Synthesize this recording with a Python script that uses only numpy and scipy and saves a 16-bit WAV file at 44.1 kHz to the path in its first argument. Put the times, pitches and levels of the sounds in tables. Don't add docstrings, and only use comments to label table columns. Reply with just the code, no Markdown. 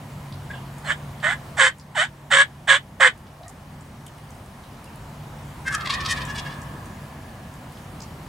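import sys
import numpy as np
from scipy import signal
from scipy.fft import rfft, irfft, next_fast_len
from scipy.io import wavfile
from scipy.ndimage import uniform_filter1d, map_coordinates

SR = 44100
rng = np.random.default_rng(int(sys.argv[2]) if len(sys.argv) > 2 else 0)


def wav_out(sig):
    wavfile.write(sys.argv[1], SR, np.round(np.clip(np.atleast_2d(sig).T, -1, 1) * 32767).astype(np.int16))


def rack_gain(trim_db):
    fader = np.asarray(trim_db, float)
    return 10 ** (fader / 20)


N = 365280

# centre time [s], pitch [Hz], length [s], throat level [dB], open beak [dB re throat].
GOBBLE_NOTES = [(5.679, 526, 0.018, -23.5, -15.5), (5.736, 572, 0.043, -29, -10),
                (5.751, 636, .004, -28, 0), (5.812, 534, .015, -45.5, 5), (5.869, 690, 0.018, -38, 5),
                (5.906, 552, .01, -29, 5), (5.935, 611, 0.048, -35, 3.5), (5.947, 624, 0.012, -27.5, -3.5),
                (6.012, 591, .014, -31.5, -1.5), (6.062, 634, 0.026, -37, 4), (6.109, 614, 0.055, -31.5, 6),
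                (6.115, 650, 0.017, -30.5, -3.5), (6.175, 579, 0.019, -36.5, -2.5),
                (6.218, 592, 0.015, -42.5, 5), (6.301, 564, .024, -35.5, -5.5),
                (6.361, 573.6, .013, -34.5, -1), (6.387, 565, 0.017, -41.5, 9.5),
                (6.468, 550, 0.022, -38.5, -5), (6.523, 589, 0.034, -45.5, 1.5)]
# time [s], centre [Hz].
TOM_THROAT = [(5.72, 1770), (5.75, 1380), (5.82, 1310), (5.87, 2000), (5.905, 1050), (5.95, 1980),
              (6.06, 1220), (6.1, 1850), (6.3, 1830)]
# frequency [Hz], t60 [s].
BRUSH_DECAY = [(500, 0.066), (1700, 0.089), (4000, 0.11), (9000, 0.034)]


def unit(x):
    return x / np.sqrt(np.mean(x ** 2) + 1e-20)


def along(points, hz):
    f, v = np.transpose(points)
    return np.interp(np.log(hz + 1), np.log(f + 1), v)


def curves(rows, t):
    s, *cols = np.transpose(rows)
    return [np.interp(t, s, c) for c in cols]


def wobble(rate_hz, size=N):
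    knots = rng.standard_normal(int(size * rate_hz / SR) + 4)
    return map_coordinates(knots, [np.arange(size) * rate_hz / SR])


def fuzzy_phase(hz):
    return 2 * np.pi * np.cumsum(hz) / SR


def filtered(x, response):
    size = x.shape[-1]
    m = next_fast_len(size + 8192)
    return irfft(rfft(x, m) * response(np.fft.rfftfreq(m, 1 / SR)), m)[..., :size]


def resonances(modes):
    def response(f):
        return sum((-1) ** k * rack_gain(db) * 1j * f * width / (centre * centre - f * f + 1j * f * width)
                   for k, (centre, width, db) in enumerate(modes))
    return response


def band(lo_hz, hi_hz):
    return lambda f: 1 / (1 + (lo_hz / (f + 1)) ** 6) / (1 + (f / hi_hz) ** 6)


def pulses(phase, hz):
    return sum(np.cos(k * phase) * (k * hz < 15000) for k in range(1, 28))


def echoes(x, decay, delay_s):
    hz, t, z = signal.stft(rng.standard_normal((2, SR)), SR, nperseg=256)
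    decay_db = -60 * t / along(decay, hz)[:, None]
    tail = signal.istft(z * rack_gain(decay_db), SR, nperseg=256)[1]
    delayed = np.pad(x, (int(delay_s * SR), 0))
    return signal.fftconvolve(delayed[None], tail / np.linalg.norm(tail[0]), axes=1)


def push(attack_s, hold_s, low_hz, sag_db, rise):
    attack_power, sag_power, release_db_per_s = 1.28, 2.7, 900
    opening_rise, settle_share, fall_power = 0.9, 0.88, 1.5
    droop, rise_power, early_climb = 0.05, 3.4, 2.2
    t = np.arange(round((attack_s + hold_s) * SR) + SR // 20) / SR
    late = np.maximum(t - attack_s, 0) / hold_s
    effort_db = 20 * attack_power * np.log10(np.clip(t / attack_s, 0.01, 1))
    effort_db -= sag_db * np.minimum(late, 1) ** sag_power
    effort_db -= release_db_per_s * np.maximum(t - attack_s - hold_s, 0)
    opening = droop * (1 - np.minimum(late, 1))
    opening += opening_rise * np.maximum(1 - t / (settle_share * attack_s), 0) ** fall_power
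    closing = rise * np.minimum(late, 1.4) ** (rise_power / (1 + early_climb * rise))
    return effort_db, low_hz * (1 + opening + closing)


def yelps():
    # start [s], attack [s], hold [s], peak [dB], lowest pitch [Hz].
    calls = [
        (0.5, 0.01, 0.0027, -40, 783),
        (0.527, .006, 0.093, -46, 793),
        (0.836, .065, .03, -23.5, 523),
        (1.222, .022, .088, -21, 580),
        (1.565, 0.043, 0.073, -13.5, 517),
        (1.944, 0.049, .065, -18, 569.5),
        (2.301, .03, 0.087, -13, 530),
        (2.671, 0.025, 0.069, -12.5, 528.3),
        (2.997, 0.013, .065, -13, 510.4),
    ]
    roughness = [.9, .9, .85, .75, .65, .55, .7, .7, .8]
    # brightness [dB], throat pitch factor, sag over the hold [dB], closing pitch rise [share].
    shapes = [(3, 1.1, -1, -0.091), (18, .93, 23, -0.1), (2, 1.0, 6, 0.35), (0, 1.02, 3.5, .5),
              (1, 1.028, 5.5, 0.014), (5.5, 1, 17, .6), (7, 1.01, 1.5, .07), (6.5, 1.01, 8, .08),
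              (-0.5, 1.029, -0.4, -.02)]
    # clear tone, breath hiss [dB re the usual].
    mixes = [(-6, -1), (-8, -6), (-2, -0.5), (3, -3.5), (-0.5, 2.5), (4.5, 1), (-1, 1), (-1, 0), (0, -1.5)]
    # centre [Hz], width [Hz], level [dB].
    throat_modes = [(1104, 410, -8), (1480, 87, 0), (1651, 46, 4.5), (1800, 40, 4), (1980, 88, -2),
                    (2370, 260, -11.5), (3010, 170, -7.5), (3373, 44, -4), (3603, 115, -9),
                    (4350, 400, -23)]
    # frequency [Hz], density [dB per Hz].
    breath_spectrum = [(2530, -60), (4300, -10), (5810, -13), (6900, -8), (7510, -2.5), (7910, -1),
                       (8960, -10), (11100, -37), (12000, -21), (15600, -66), (22000, -120)]
    # frequency [Hz], left-right balance [dB].
    balance = [(200, -4), (700, -1), (1300, -4.5), (4400, -3), (8000, 1.5)]
    usual_tone_db, usual_hiss_db = -15, -16
    weak_tone, weak_hiss, weak_top_db = 0.69, 0.16, 17
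    sag_tone, close_tone_db_per_s = 0.47, 300

    def sides(f):
        gain = rack_gain(np.outer([0.5, -0.5], along(balance, f)))
        return gain * np.exp(-1j * np.outer([1, -1], 0.4 * band(900, 3600)(f)))

    out = np.zeros((2, N + 2 * SR))
    for call_row, rough, shape, (clear_db, breath_db) in zip(calls, roughness, shapes, mixes):
        s, attack_s, hold_s, peak_db, low_hz = call_row
        bright_db, factor, sag_db, rise = shape
        effort_db, hz = push(attack_s, hold_s, low_hz, sag_db, rise)
        size = len(hz)
        age = np.arange(size) / SR
        weak_db = np.minimum(-effort_db, weak_top_db)
        tone_db = usual_tone_db + clear_db + weak_tone * weak_db - sag_tone * weak_db * (age > attack_s)
        tone_db -= close_tone_db_per_s * np.maximum(age - attack_s - hold_s, 0)
        hiss_db = usual_hiss_db + breath_db + weak_hiss * weak_db

        phase = fuzzy_phase(hz * (1 + 0.0189 * wobble(314.3, size)))
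        gated = rng.standard_normal(size) * (1 + np.cos(phase)) ** 2
        beat = fuzzy_phase(122 * (1 + 0.198 * wobble(52.8, size)))
        bursts = rack_gain(1.1 * wobble(280, size)) * (1 + 0.3 * np.cos(beat))
        air = bursts * (np.sqrt(1 - rough) * unit(pulses(phase, hz)) + np.sqrt(rough) * unit(gated))

        def throat(f):
            return resonances(throat_modes)(f / factor) * rack_gain(bright_db * band(2600, 9000)(f))

        rasp = unit(filtered(filtered(air, throat), band(570, 3610)))
        breath = bursts ** 0.66 * rng.standard_normal(size)
        hiss = unit(filtered(breath, lambda f: rack_gain(along(breath_spectrum, f))))
        tone = np.sqrt(2) * rack_gain(2.2 * wobble(160, size)) * np.sin(phase)
        call = rack_gain(peak_db + effort_db) * (rasp + rack_gain(tone_db) * tone + rack_gain(hiss_db) * hiss)

        start = round(s * SR)
        out[:, start:][:, :size] += filtered(call, sides)
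        wet = rack_gain(-8) * echoes(filtered(call, band(800, 14000)), BRUSH_DECAY, delay_s=0.002)
        out[:, start:][:, :wet.shape[1]] += wet
    return out[:, :N]


def gobble():
    grits = [.9, 1.7, .5, 1.5, 1.8, 1.5, 1.6, 1.3, .8, 1.8, 1.2, .5, 1.1, 1.6, .6, .8, 1.5, .8, 1.4]
    spit_db = [-18, -11, 0.5, -10, -10, -13, -9, -14.5, -17, -11, -6, -1, -12, -10, -15, -10, -2, -18, -11]
    # frequency [Hz], t60 [s].
    tree_decay = [(700, 0.59), (1100, 4.5), (1800, 0.63), (2600, 1.2), (5000, 0.061), (10000, 0.048)]
    dry = np.zeros(N)
    t = np.arange(-2000, 2000) / SR
    size = len(t)
    for (s, hz, length_s, low_db, beak_db), grit, top_db in zip(GOBBLE_NOTES, grits, spit_db):
        phase = fuzzy_phase(hz * (1 + 0.007 * (1 + 1.4 * grit) * wobble(250, size)))
        gated = rng.standard_normal(size) * (1 + np.cos(phase))
        air = unit(pulses(phase, hz)) + grit * unit(filtered(gated, lambda f: np.sqrt(f / 4000)))

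        throat = resonances([(curves(TOM_THROAT, s)[0], 600, 0)])
        low = unit(filtered(air, lambda f: throat(f) ** 2 * band(950, 2600)(f)))
        beak_modes = [(rng.uniform(2200, 2500), 400, -1), (rng.uniform(3100, 3600), 600, 0),
                      (rng.uniform(4500, 5800), 1200, -4)]
        beak = unit(filtered(filtered(air, resonances(beak_modes)), band(1500, 6600)))
        spit = unit(filtered(air, lambda f: band(6200, 10000)(f) * band(100, 11500)(f)))

        low_swell = np.exp(-(t / (0.48 * length_s + 0.008)) ** 2)
        beak_swell = np.exp(-(t / (0.81 * min(length_s, 0.024))) ** 2)
        note = low_swell * low + beak_swell * (rack_gain(beak_db) * beak + rack_gain(top_db) * spit)
        level = rack_gain(low_db + 2 * grit * wobble(200, size))
        dry[round(s * SR) - 2000:][:size] += level * note
    near = echoes(dry, BRUSH_DECAY, delay_s=0.0044)[:, :N]
    far = echoes(dry, tree_decay, delay_s=0.028)[:, :N]
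    return dry + rack_gain(-10) * near + rack_gain(-13) * far


def ring(held, pitch, blur_hz):
    detune_octaves, echo_rise_s = 0.34, 0.0061
    t = np.arange(N) / SR
    db, t60_s, far_db, far_t60_s = held
    power = np.zeros(N)
    for s, _, _, low_db, _ in GOBBLE_NOTES:
        detune = abs(np.log2(curves(TOM_THROAT, s)[0] / curves(pitch, s)[0]))
        fed_db = low_db + db - 4.3 * (detune / detune_octaves) ** 2
        age = np.maximum(t - s + echo_rise_s, 0)
        fade = rack_gain(-120 * age / t60_s) + rack_gain(2 * far_db - 120 * age / far_t60_s)
        power += rack_gain(2 * fed_db) * np.minimum(age / echo_rise_s, 1) ** 2 * fade
    carrier = np.exp(1j * fuzzy_phase(curves(pitch, t)[0]))

    def flutter():
        return wobble(blur_hz) + 1j * wobble(blur_hz)

    shared = flutter()
    left = (shared + 0.5 * flutter()) * carrier
    right = (shared + 0.5 * flutter()) * carrier
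    return np.sqrt(power) * unit(np.real([left, right]))


def held_by_trees():
    # time [s], frequency [Hz].
    low_hz = [(5.72, 1263), (5.855, 1267), (5.87, 1101), (6.149, 1102), (6.301, 1026), (6.9, 1024)]
    high_hz = [(5.66, 1613), (5.73, 1620), (5.781, 1750), (5.95, 1856), (6.101, 1800), (6.202, 1720),
               (7.1, 1698)]
    # level [dB re note], t60 [s], far trees [dB], their t60 [s].
    held_low = (-8, 2.7, -13, 3)
    held_high = (-2.5, 0.25, -20, 5)
    return ring(held_low, low_hz, blur_hz=220) + ring(held_high, high_hz, blur_hz=210)


def clucks():
    # centre time [s], pitch [Hz], level [dB], length [s].
    cluck_rows = [(3.35, 1150, -51.5, .03), (3.412, 650, -40, 0.013), (3.468, 1850, -54, .05),
                  (3.45, 700, -44, 0.075), (3.48, 1200, -53, .05), (3.509, 760, -47, .02),
                  (4.87, 2750, -51, .035), (.512, 1650, -29, .016), (.542, 1600, -37, .018),
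                  (.866, 4200, -43, .03)]
    out = np.zeros(N)
    t = np.arange(-3000, 3000) / SR
    size = len(t)
    for s, hz, db, length_s in cluck_rows:
        tone = np.sin(fuzzy_phase(hz * (1 + 0.02 * wobble(200, size))))
        tone = tone * (1 + 0.7 * wobble(150, size))
        out[round(s * SR) - 3000:][:size] += rack_gain(db) * np.exp(-(2 * t / length_s) ** 2) * tone
    return out


def ticks():
    # start [s], peak [dB], colour [Hz].
    twig_rows = [(.3242, -32, 3880), (.7831, -35, 8400), (1.202, -33, 3530), (1.7837, -40, 8250),
                 (1.7976, -35.5, 5300), (3.1767, -44, 8150), (3.268, -39.5, 3930), (3.4327, -39, 3960),
                 (3.4812, -30, 7200), (3.4953, -38, 9310), (3.809, -39.5, 7540), (4.066, -34, 2820),
                 (4.0645, -30.5, 8300), (4.185, -44, 3010), (4.3051, -38.5, 7100), (4.4598, -43, 7800),
                 (4.6373, -38, 3730), (4.8429, -40, 4590), (6.252, -28, 7400), (6.617, -33, 7000),
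                 (6.8573, -36.5, 7900), (7.5388, -40, 8010), (7.7724, -35, 3270), (8.0042, -29, 5600),
                 (8.021, -27.5, 6060)]
    drip_rows = [(.7394, -41, 7280), (4.1814, -42, 9810), (4.3494, -47, 8560), (4.3994, -52, 9030),
                 (4.5794, -51, 7050), (4.8429, -38, 9620), (4.958, -36.5, 9700), (5.0194, -47, 8110),
                 (7.7218, -39, 9400)]
    # width [octaves], t60 [s].
    twig_burst = (0.49, 0.031)
    drip_burst = (.4, 0.02)
    events = [(*row, *twig_burst) for row in twig_rows] + [(*row, *drip_burst) for row in drip_rows]
    out = np.zeros(N + SR)
    t = np.arange(SR // 8) / SR
    for s, db, hz, octaves, t60_s in events:
        noise = filtered(rng.standard_normal(len(t)),
                         lambda f: np.exp(-(np.log2((f + 1) / hz) / octaves) ** 2))
        out[round(s * SR):][:len(t)] += rack_gain(db - 8.5 - 60 * t / t60_s) * unit(noise)
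    return out[:N] + rack_gain(-4.5) * echoes(out, BRUSH_DECAY, delay_s=0.011)[:, :N]


def rush(spectrum, patchy_db):
    # frequency [Hz], left-right likeness [0-1].
    likeness = [(60, 1), (130, 1.0), (290, 0.98), (640, 0.8), (1410, 0.6), (3100, 0.3), (6820, 0.82),
                (15000, 1)]
    z = signal.stft(rng.standard_normal((2, N)), nperseg=512)[2]
    patches = uniform_filter1d(uniform_filter1d(rng.standard_normal(z.shape[1:]), 6, 0), 14, 1)
    pair = signal.istft(z * rack_gain(patchy_db * unit(patches)), nperseg=512)[1][:, :N]

    def mid_side(hz):
        turn = np.arccos(np.clip(along(likeness, hz), -1, 1)) / 2
        return rack_gain(along(spectrum, hz)) * [np.cos(turn), np.sin(turn)]

    mid, side = filtered(pair, mid_side)
    return np.array([mid + side, mid - side]) / np.std(mid)


def field():
    # frequency [Hz], density [dB per Hz].
    rumble = [(18, -35), (30, -13), (59, -4), (107, -1), (134, -3), (147, -0.5), (166, -7), (184, -5.5),
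              (233, -6), (273, -11), (393, -20), (425, -50.5), (450, -27.5), (580, -39), (990, -120)]
    traffic = [(210, -16.5), (350, -4.5), (428, -4), (655, -0.5), (991, -0.5), (1480, -8.5), (1720, -8),
               (2440, -12.5), (7000, -33), (9100, -47), (15400, -120)]
    preamp = [(1760, -45), (3000, 0.5), (3240, -4), (5600, -6.5), (8820, -7), (14900, -13), (16000, -11)]
    # time [s], gain [dB].
    camera_gain = [(0, -0.35), (1.55, 0.5), (1.64, -7), (2.4, -5.5), (3.2, -6), (3.6, -4.5), (4.6, -2.5),
                   (5.2, -1), (5.66, 0.4), (6.18, 4), (6.4, 2.5), (6.75, 0.8), (7.5, -1), (8.28, 0.2)]
    # time [s], level [dB].
    engine = [(0, -39), (1.5, -42.5), (2.4, -41.5), (3, -46), (3.36, -44.5), (3.6, -47), (4.27, -45.5),
              (4.63, -55), (5.07, -43), (5.4, -41), (6.18, -48), (6.39, -43), (6.75, -49), (8.28, -55)]
    t = np.arange(N) / SR
    hum = np.sqrt(2) * rack_gain(0.67 * wobble(10)) * np.sin(fuzzy_phase(143 + 4 * wobble(9)))
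    road = rack_gain(-40) * rush(rumble, patchy_db=1) + rack_gain(-45) * rush(traffic, patchy_db=0.8)
    hiss = rack_gain(-54.5) * rush(preamp, patchy_db=-1.5)
    return rack_gain(curves(camera_gain, t)[0]) * (road + rack_gain(curves(engine, t)[0]) * hum + hiss)


def scene():
    return yelps() + gobble() + held_by_trees() + clucks() + ticks() + field()


def top_cut(x):
    return signal.sosfilt(signal.butter(12, 16150, fs=SR, output="sos"), x)


def record(dry):
    top_hz, starve_hz, starve_db, starve_s = 15830, 10900, -16, 0.023
    clipped = dry / (1 + np.abs(dry) ** 20) ** (1 / 20)
    power = uniform_filter1d(np.mean(clipped ** 2, axis=0), int(starve_s * SR))
    kept = 1 / (1 + (np.abs(power) / rack_gain(2 * starve_db)) ** 2)
    low = filtered(clipped, lambda f: f < starve_hz)
    top = filtered(clipped, lambda f: (f >= starve_hz) & (f < top_hz))
    return top_cut(low + kept * top)


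dry = scene()
out = record(dry)
wav_out(out)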